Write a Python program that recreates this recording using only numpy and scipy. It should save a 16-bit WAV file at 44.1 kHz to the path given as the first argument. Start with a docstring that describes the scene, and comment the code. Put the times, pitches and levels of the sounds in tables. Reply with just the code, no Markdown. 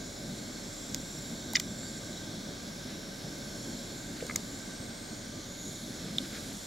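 """A gas burner hisses and rumbles under a pot at a forest camp: a fluttering noise roar plus jet noise
with tube resonances and wandering peaks. Behind it lie the wide noise rush of the woods and a low hum.
Someone cuts vegetables over the pot: pushes and crunches ring the knife's modes, noise rasps through
skin, and pieces drop in with soft, damped tones. A faint bird sings short sine notes."""
import sys
import numpy as np
from scipy import signal
from scipy.fft import rfft, irfft, next_fast_len
from scipy.io import wavfile
from scipy.ndimage import uniform_filter1d, map_coordinates

SR = 44100
rng = np.random.default_rng(int(sys.argv[2]) if len(sys.argv) > 2 else 0)


def wav_out(sig):
    """Save sig, one row per channel (or a flat mono array), as 16-bit PCM at SR to the path in sys.argv[1]."""
    wavfile.write(sys.argv[1], SR, np.round(np.clip(np.atleast_2d(sig).T, -1, 1) * 32767).astype(np.int16))


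N = 293706

# flame strength, slow changes: (time [s], level [dB])
FLAME_LEVEL = [(0, -44), (.3, -43), (.65, -46), (1.2, -43), (2.3, -43.5), (2.7, -43.5), (3.3, -43.5),
               (4.2, -43), (4.9, -45.5), (5.8, -45), (6.2, -42.5), (6.66, -45.5)]
# flame roar, relative spectrum: (frequency [Hz], density [dB per Hz])
ROAR_SPECTRUM = [(20, -22), (50, -10), (70, -9.5), (105, -3), (135, -3.5), (180, -.5), (240, 0), (300, -3),
                 (400, -10.5), (490, -14.5), (700, -16.5), (950, -31), (2000, -54)]
FLAME_SWAY_DB, FLAME_FLUTTER_DB = 0.52, 1.18

# gas flow, hiss level before trim: (time [s], level [dB])
FLOW_LEVEL = [(0.0, -49.5), (1.04, -49.5), (1.11, -48.5), (3.47, -49), (4.25, -48.5), (4.41, -49.5),
              (5.58, -50), (6.25, -47.5), (6.66, -49)]
# jet hiss, relative spectrum: (frequency [Hz], density [dB per Hz])
JET_SPECTRUM = [(300, -40), (1000, -33), (2000, -29), (2900, -12.5), (3400, -0.5), (4500, -3.5),
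                (5500, -4.5), (6600, -2.5), (7700, -6.5), (8700, -14), (9300, -17.5), (10200, -15),
                (13200, -21.5), (16000, -23)]
# mixing tube and gap under the pot, before widening: (frequency [Hz], width [Hz], gain [dB])
TUBE_MODES = [(571.4, 72, 7.5), (1192, 60, -4.5), (1557, 106, 4.5), (2165, 220, -3.5), (3880, 210, -1),
              (4357, 150, 2), (5280, 220, -2), (5600, 180, 0.5)]
# main hiss peak, before swing and trim; its swell also leads the sizzle: (time [s], level [dB])
MAIN_PEAK_LEVEL = [(0.0, -55.5), (0.65, -53), (1.93, -52.5), (2.5, -60.5), (3.04, -58), (3.41, -54),
                   (3.65, -53), (4.51, -54), (4.92, -58), (5.57, -53.5), (5.69, -52), (6.12, -57),
                   (6.38, -52.5), (6.66, -53)]
# main hiss peak, slow drift: (time [s], centre [Hz])
MAIN_PEAK_CENTRE = [(0, 7000), (.7, 7300), (1.9, 7326), (2.6, 6840), (3.4, 7095), (4.6, 7200), (5.1, 6820),
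                    (6.66, 6960)]
# weaker hiss peak above it, before swing and trim: (time [s], level [dB])
UPPER_PEAK_LEVEL = [(0.0, -61), (0.52, -64), (0.76, -60), (1.15, -64.5), (2.21, -61.5), (2.97, -66),
                    (5.01, -59.5), (5.34, -64), (5.57, -64), (5.73, -60), (6.08, -63), (6.66, -59)]
UPPER_PEAK_HZ, UPPER_DRIFT_SHARE = 8410, 0.33  # share of the main peak's drift
SIZZLE_DB, SIZZLE_DB_PER_DB = -63.5, 1.15  # level before trim; growth with the main peak
# likeness of the hiss at the two microphones, clipped to +-1: (frequency [Hz], likeness [1])
JET_LIKENESS = [(1500, 0.6), (3600, 1.4), (5500, 4.5), (6500, .8), (8400, 0.9), (9600, 1.6), (11000, 1),
                (14000, 2.5)]
# left-right balance of the hiss: (frequency [Hz], L-R [dB])
JET_BALANCE = [(2000, -2.5), (5500, 0), (7200, -1), (11000, -2)]

# far rush of the woods, relative spectrum: (frequency [Hz], density [dB per Hz])
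WOODS_SPECTRUM = [(20, -35), (50, -12), (120, -2), (300, 0), (550, 1.5), (1000, -3.5), (1450, -4),
                  (2000, -4.5), (3000, -12.5), (5000, -12.5), (15000, -31)]
HUM_HZ, HUM_DB = 37.2, -59  # centres of a slow random wander

# knife contacts: (time [s], level [dB], centre [Hz], spread [octaves], crunch decay by 20 dB [s])
KNIFE_CLICKS = [(0.9457, -22, 5400, 0.84, 0.00027), (1.5345, -33, 11000, 1.6, .0015),
                (1.5503, -28, 4800, 0.67, .002), (1.554, -18, 4930, .3, .0016),
                (1.5541, -16, 2100, 0.43, 0.0017), (1.5552, -19, 2980, 0.31, 0.003),
                (1.5582, -13.5, 5170, .25, 0.0026), (1.563, -26, 6300, 0.41, 0.0034),
                (1.566, -23, 2190, 0.54, 0.0088), (1.567, -22.5, 3620, 0.095, 0.0027),
                (1.5984, -22, 4840, 1.17, 0.0036), (4.206, -36, 2200, 1, .005),
                (4.2665, -37, 6500, 0.76, .003), (4.3595, -18, 6600, 0.68, 0.0024),
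                (6.1838, -16.5, 3580, 0.23, 0.00064)]
# knife modes: (frequency [Hz], width [Hz], gain [dB])
KNIFE_MODES = [(1250, 290, 3), (1960, 160, 8.5), (2430, 320, 1), (2880, 88, 4.5), (3620, 300, 5),
               (4100, 180, -2.5), (4930, 420, -0.5), (5770, 330, 7), (6040, 640, 2.5), (7050, 660, 2)]
# bright snap of a contact: (frequency [Hz], width [Hz], gain [dB])
SNAP_MODES = [(9300, 1400, -5), (10100, 710, -4), (13100, 2500, -1), (15500, 1200, -12)]
EQUAL_CRUNCH_S = 0.0018  # a crunch of this length is as strong as its push; longer ones are stronger
KNIFE_BALANCE_DB = -1.5  # L-R

# pieces landing softly in the pot: (time [s], level [dB], pitch [Hz])
PLOP_EVENTS = [(1.536, -34, 845), (1.655, -27, 218), (4.2252, -24, 478), (4.249, -31, 520)]
PLOP_T60_CYCLES = 11
# light knocks on the pot: (time [s], level [dB])
POT_KNOCKS = [(4.2966, -27.5), (4.309, -30), (4.3576, -27)]
# damped pot modes, mean gains: (frequency [Hz], gain [dB], t60 [s])
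POT_MODES = [(1240, -3.5, 0.015), (1670, -3, 0.013), (2100, 2, 0.014)]

# far bird: (start [s], length [s], start pitch [Hz], end pitch [Hz], level [dB])
BIRD_NOTES = [(1.812, 0.11, 4570, 4570, -50), (2.165, 0.025, 3690, 4100, -42),
              (5.24, .3, 1160, 1240, -58.5)]

# blade strokes through skin: (middle [s], length [s], peak level [dB])
RASP_STROKES = [(1.834, 0.013, -45.5), (2.91, 0.12, -52), (4.2, 0.14, -52), (4.29, .04, -47),
                (5.248, .074, -55), (6.041, 0.49, -54), (6.253, 0.053, -46), (6.353, 0.16, -46.5),
                (6.482, .2, -52)]
# rasp, relative spectrum: (frequency [Hz], density [dB per Hz])
SKIN_SPECTRUM = [(700, -27), (1400, 8.5), (2900, 1.5), (4200, 6.5), (9000, -38)]

BAND_LIMIT_HZ = 15800


def amp(db):
    """Decibels to gain."""
    return 10 ** (np.asarray(db) / 20)


def unit(x):
    """x at rms 1."""
    return x / np.sqrt(np.mean(x ** 2) + 1e-20)


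def burst(x):
    """x with the energy of one millisecond at rms 1."""
    return x * np.sqrt(SR / 1000 / (np.sum(x ** 2) + 1e-20))


def along(points, hz):
    """(Hz, value) points read on a log axis."""
    f, v = np.transpose(points)
    return np.interp(np.log(hz + 1), np.log(f + 1), v)


def curve(points):
    """(s, value) points read at every sample."""
    s, v = np.transpose(points)
    return np.interp(np.arange(N) / SR, s, v)


def wobble(rate):
    """A smooth random curve, rate knots a second."""
    knots = rng.standard_normal(int(N * rate / SR) + 4)
    return map_coordinates(knots, [np.arange(N) * rate / SR])


def filtered(x, response):
    """x times a response of frequency."""
    n = x.shape[-1]
    m = next_fast_len(n + 8192)
    return irfft(rfft(x, m) * response(np.fft.rfftfreq(m, 1 / SR)), m)[..., :n]


def noise(spectrum, channels=1):
    """Coloured noise of rms 1."""
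    return unit(filtered(rng.standard_normal((channels, N)), lambda hz: amp(along(spectrum, hz))))


def resonance(hz, centre, width):
    """Causal response of one mode."""
    return 1j * hz * width / (centre ** 2 - hz ** 2 + 1j * hz * width)


def add(track, s, sound):
    """Mix a sound into the track at time s."""
    part = track[round(s * SR):][:len(sound)]
    part += sound[:len(part)]


def flame():
    """Turbulent burning: a low, fluttering roar."""
    level_db = curve(FLAME_LEVEL)
    level_db += FLAME_SWAY_DB * wobble(7) + FLAME_FLUTTER_DB * wobble(16)
    return amp(level_db) * noise(ROAR_SPECTRUM)


def hiss_peak(centre_hz, width_hz):
    """Two narrow noises of rms 1: slow noise modulates a carrier that follows a moving centre."""
    slow = filtered(rng.standard_normal((2, 2, N)), lambda hz: np.exp(-(hz / width_hz) ** 2))
    phase = 2 * np.pi * np.cumsum(centre_hz) / SR
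    return unit(slow[0] * np.cos(phase) + slow[1] * np.sin(phase))


def patchy(x, depth_db):
    """Let each narrow band of x swell and sink slowly on its own."""
    bands = signal.stft(x, nperseg=512)[2]
    field = uniform_filter1d(rng.standard_normal(bands.shape[1:]), size=5, axis=0)
    field = uniform_filter1d(field, size=50, axis=1)
    field = uniform_filter1d(field, size=30, axis=1)
    return signal.istft(bands * amp(depth_db * unit(field)), nperseg=512)[1][:, :N]


def tube_response(hz, widening=1.38):
    """Jet spectrum plus, in power, the resonances of the tube and the gap."""
    power = amp(along(JET_SPECTRUM, hz)) ** 2
    for centre_hz, width_hz, db in TUBE_MODES:
        power = power + abs(amp(db) * resonance(hz, centre_hz, widening * width_hz) ** 2) ** 2
    return np.sqrt(power)


def two_microphones(pair):
    """Mix two independent noises to a set likeness and balance at the two microphones."""
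    def split(hz):
        turn = np.arccos(np.clip(along(JET_LIKENESS, hz), -1, 1)) / 2
        return np.array([np.cos(turn), np.sin(turn)])

    # side: the share heard differently at the two
    mid, side = filtered(pair, split)
    balance = lambda hz: amp(np.outer([.5, -.5], along(JET_BALANCE, hz)))
    return filtered(np.array([mid + side, mid - side]), balance)


def jet(hiss_db=2, lower_db=0, upper_db=-2, top_db=-1.5, halo_db=-4, sizzle_hz=10930,
        halo_hz=11700, lower_swing=1.3, upper_swing=1.8, waver_db=1.9):
    """Gas hisses through the mixing tube; its sharpest peaks wander and swell."""
    main_db, second_db = curve(MAIN_PEAK_LEVEL), curve(UPPER_PEAK_LEVEL)
    swell_db = main_db - main_db.mean()
    second_swell_db = second_db - second_db.mean()
    low_db = main_db.mean() + lower_swing * swell_db + waver_db * wobble(7)
    high_db = second_db.mean() + upper_swing * second_swell_db + waver_db * wobble(7)
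    low_hz = curve(MAIN_PEAK_CENTRE)
    high_hz = UPPER_PEAK_HZ + UPPER_DRIFT_SHARE * (low_hz - low_hz.mean()) + 70 * wobble(3)
    sizzle_db = SIZZLE_DB + SIZZLE_DB_PER_DB * swell_db + 1.5 * wobble(3)

    hiss = unit(filtered(rng.standard_normal((2, N)), tube_response))
    pair = amp(curve(FLOW_LEVEL) + hiss_db) * hiss
    pair += amp(low_db + lower_db) * hiss_peak(low_hz, width_hz=480)
    pair += amp(high_db + upper_db) * hiss_peak(high_hz, width_hz=240)
    # top sizzle: narrow peak and wide skirt above it, swelling together
    pair += amp(sizzle_db + top_db) * hiss_peak(sizzle_hz + 60 * wobble(2.2), width_hz=290)
    pair += amp(sizzle_db + halo_db) * hiss_peak(halo_hz + 120 * wobble(1.8), width_hz=1400)
    return two_microphones(patchy(pair, depth_db=1.25))


def woods(rush_db=-50.0, sway_db=1.17):
    """A diffuse rush from all round, with a faint low hum in it."""
    phase = 2 * np.pi * HUM_HZ * np.arange(N) / SR + 0.47 * wobble(3.14)
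    hum = amp(HUM_DB + wobble(2.34)) * unit(np.sin(phase))
    rush = amp(rush_db + sway_db * wobble(1.4)) * noise(WOODS_SPECTRUM, channels=2)
    return rush + hum


def modes_response(hz, modes, order=1, weight=lambda centre_hz: 1):
    """Sum of weighted modes with alternating signs."""
    return sum((-1) ** k * amp(db) * weight(centre_hz) * resonance(hz, centre_hz, width_hz) ** order
               for k, (centre_hz, width_hz, db) in enumerate(modes))


def knife(crack_db=-5, snap_db=-3, snap_hz=11000):
    """A sharp push and short crunch; the contact's centre picks which modes ring and how much it snaps."""
    track, t = np.zeros(N), np.arange(SR // 10) / SR
    impulse = 1. * (t == 0)
    for s, db, contact_hz, spread, crunch_s in KNIFE_CLICKS:
        grit = rng.standard_normal(len(t)) * np.sqrt(t) * amp(-20 * t / crunch_s)
        push = burst(impulse) + crunch_s / EQUAL_CRUNCH_S * burst(grit)
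        reach = lambda hz: 1 / (1 + abs(np.log2(hz / contact_hz) / spread) ** 2.5)
        ring = filtered(push, lambda hz: modes_response(hz, KNIFE_MODES, weight=reach))
        # the contact itself, without the ring
        crack_width_hz = 0.82 * spread * contact_hz
        crack = filtered(impulse, lambda hz: resonance(hz, contact_hz, crack_width_hz) ** 3)
        snap = filtered(push, lambda hz: modes_response(hz, SNAP_MODES, order=2))
        body = burst(burst(ring) + amp(crack_db) * burst(crack))
        bright = amp(snap_db) * reach(snap_hz) ** 1.16 * burst(snap)
        add(track, s, amp(db) * (body + bright))
    return np.outer(amp([KNIFE_BALANCE_DB / 2, -KNIFE_BALANCE_DB / 2]), track)


def plops(attack_s=0.00087):
    """Soft pieces land in the pot, each with one short, damped note; light knocks ring the pot's modes."""
    track, t = np.zeros(N), np.arange(SR // 10) / SR

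    def note(hz, t60_s):
        """Damped sine with a soft onset."""
        return np.sin(2 * np.pi * hz * t) * amp(-60 * t / t60_s) * (1 - np.exp(-t / attack_s))

    for s, db, hz in PLOP_EVENTS:
        add(track, s, amp(db) * burst(note(hz, PLOP_T60_CYCLES / hz)))
    for s, db in POT_KNOCKS:
        # each knock rings the modes in a slightly different mix
        ring = sum(amp(g + 2 * rng.standard_normal()) * note(hz, t60_s) for hz, g, t60_s in POT_MODES)
        add(track, s, amp(db) * burst(ring))
    return track


def bird():
    """Thin steady or gliding sine notes from the trees."""
    track = np.zeros(N)
    for s, length_s, start_hz, end_hz, db in BIRD_NOTES:
        pitch_hz = np.linspace(start_hz, end_hz, int(length_s * SR))
        tone = np.sin(2 * np.pi * np.cumsum(pitch_hz) / SR)
        add(track, s, amp(db) * np.hanning(len(tone)) * tone)
    return track


def rasp(grain_db=3.0):
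    """The blade drags through skin in small uneven tears."""
    pressure = np.zeros(N)
    for middle_s, length_s, db in RASP_STROKES:
        add(pressure, middle_s - length_s / 2, amp(db) * np.hanning(int(length_s * SR)))
    return pressure * unit(noise(SKIN_SPECTRUM)[0] * amp(grain_db * wobble(120)))


def clearing(x, wet_db, t60_s):
    """Surfaces round about scatter a faint, decaying noise tail to each side."""
    t = np.arange(SR // 2) / SR
    tail = rng.standard_normal((2, len(t))) * amp(-60 * t / t60_s)
    tail /= np.linalg.norm(tail[0])
    return x + amp(wet_db) * signal.fftconvolve(np.atleast_2d(x), tail, axes=1)[:, :N]


def scene():
    """Burner and cook sit near the middle, the woods all round."""
    # short tail: pot and knees; longer tail: ground, tent and trunks
    near = clearing(knife() + plops() + rasp(), wet_db=-13, t60_s=.009)
    cooking = clearing(near, wet_db=-19, t60_s=.11)
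    far_bird = clearing(bird(), wet_db=-10, t60_s=.4)
    return flame() + jet() + woods() + cooking + far_bird


def record(dry):
    """The microphones' chain keeps nothing above its band limit."""
    return filtered(dry, lambda hz: hz < BAND_LIMIT_HZ)


dry = scene()
out = record(dry)
wav_out(out)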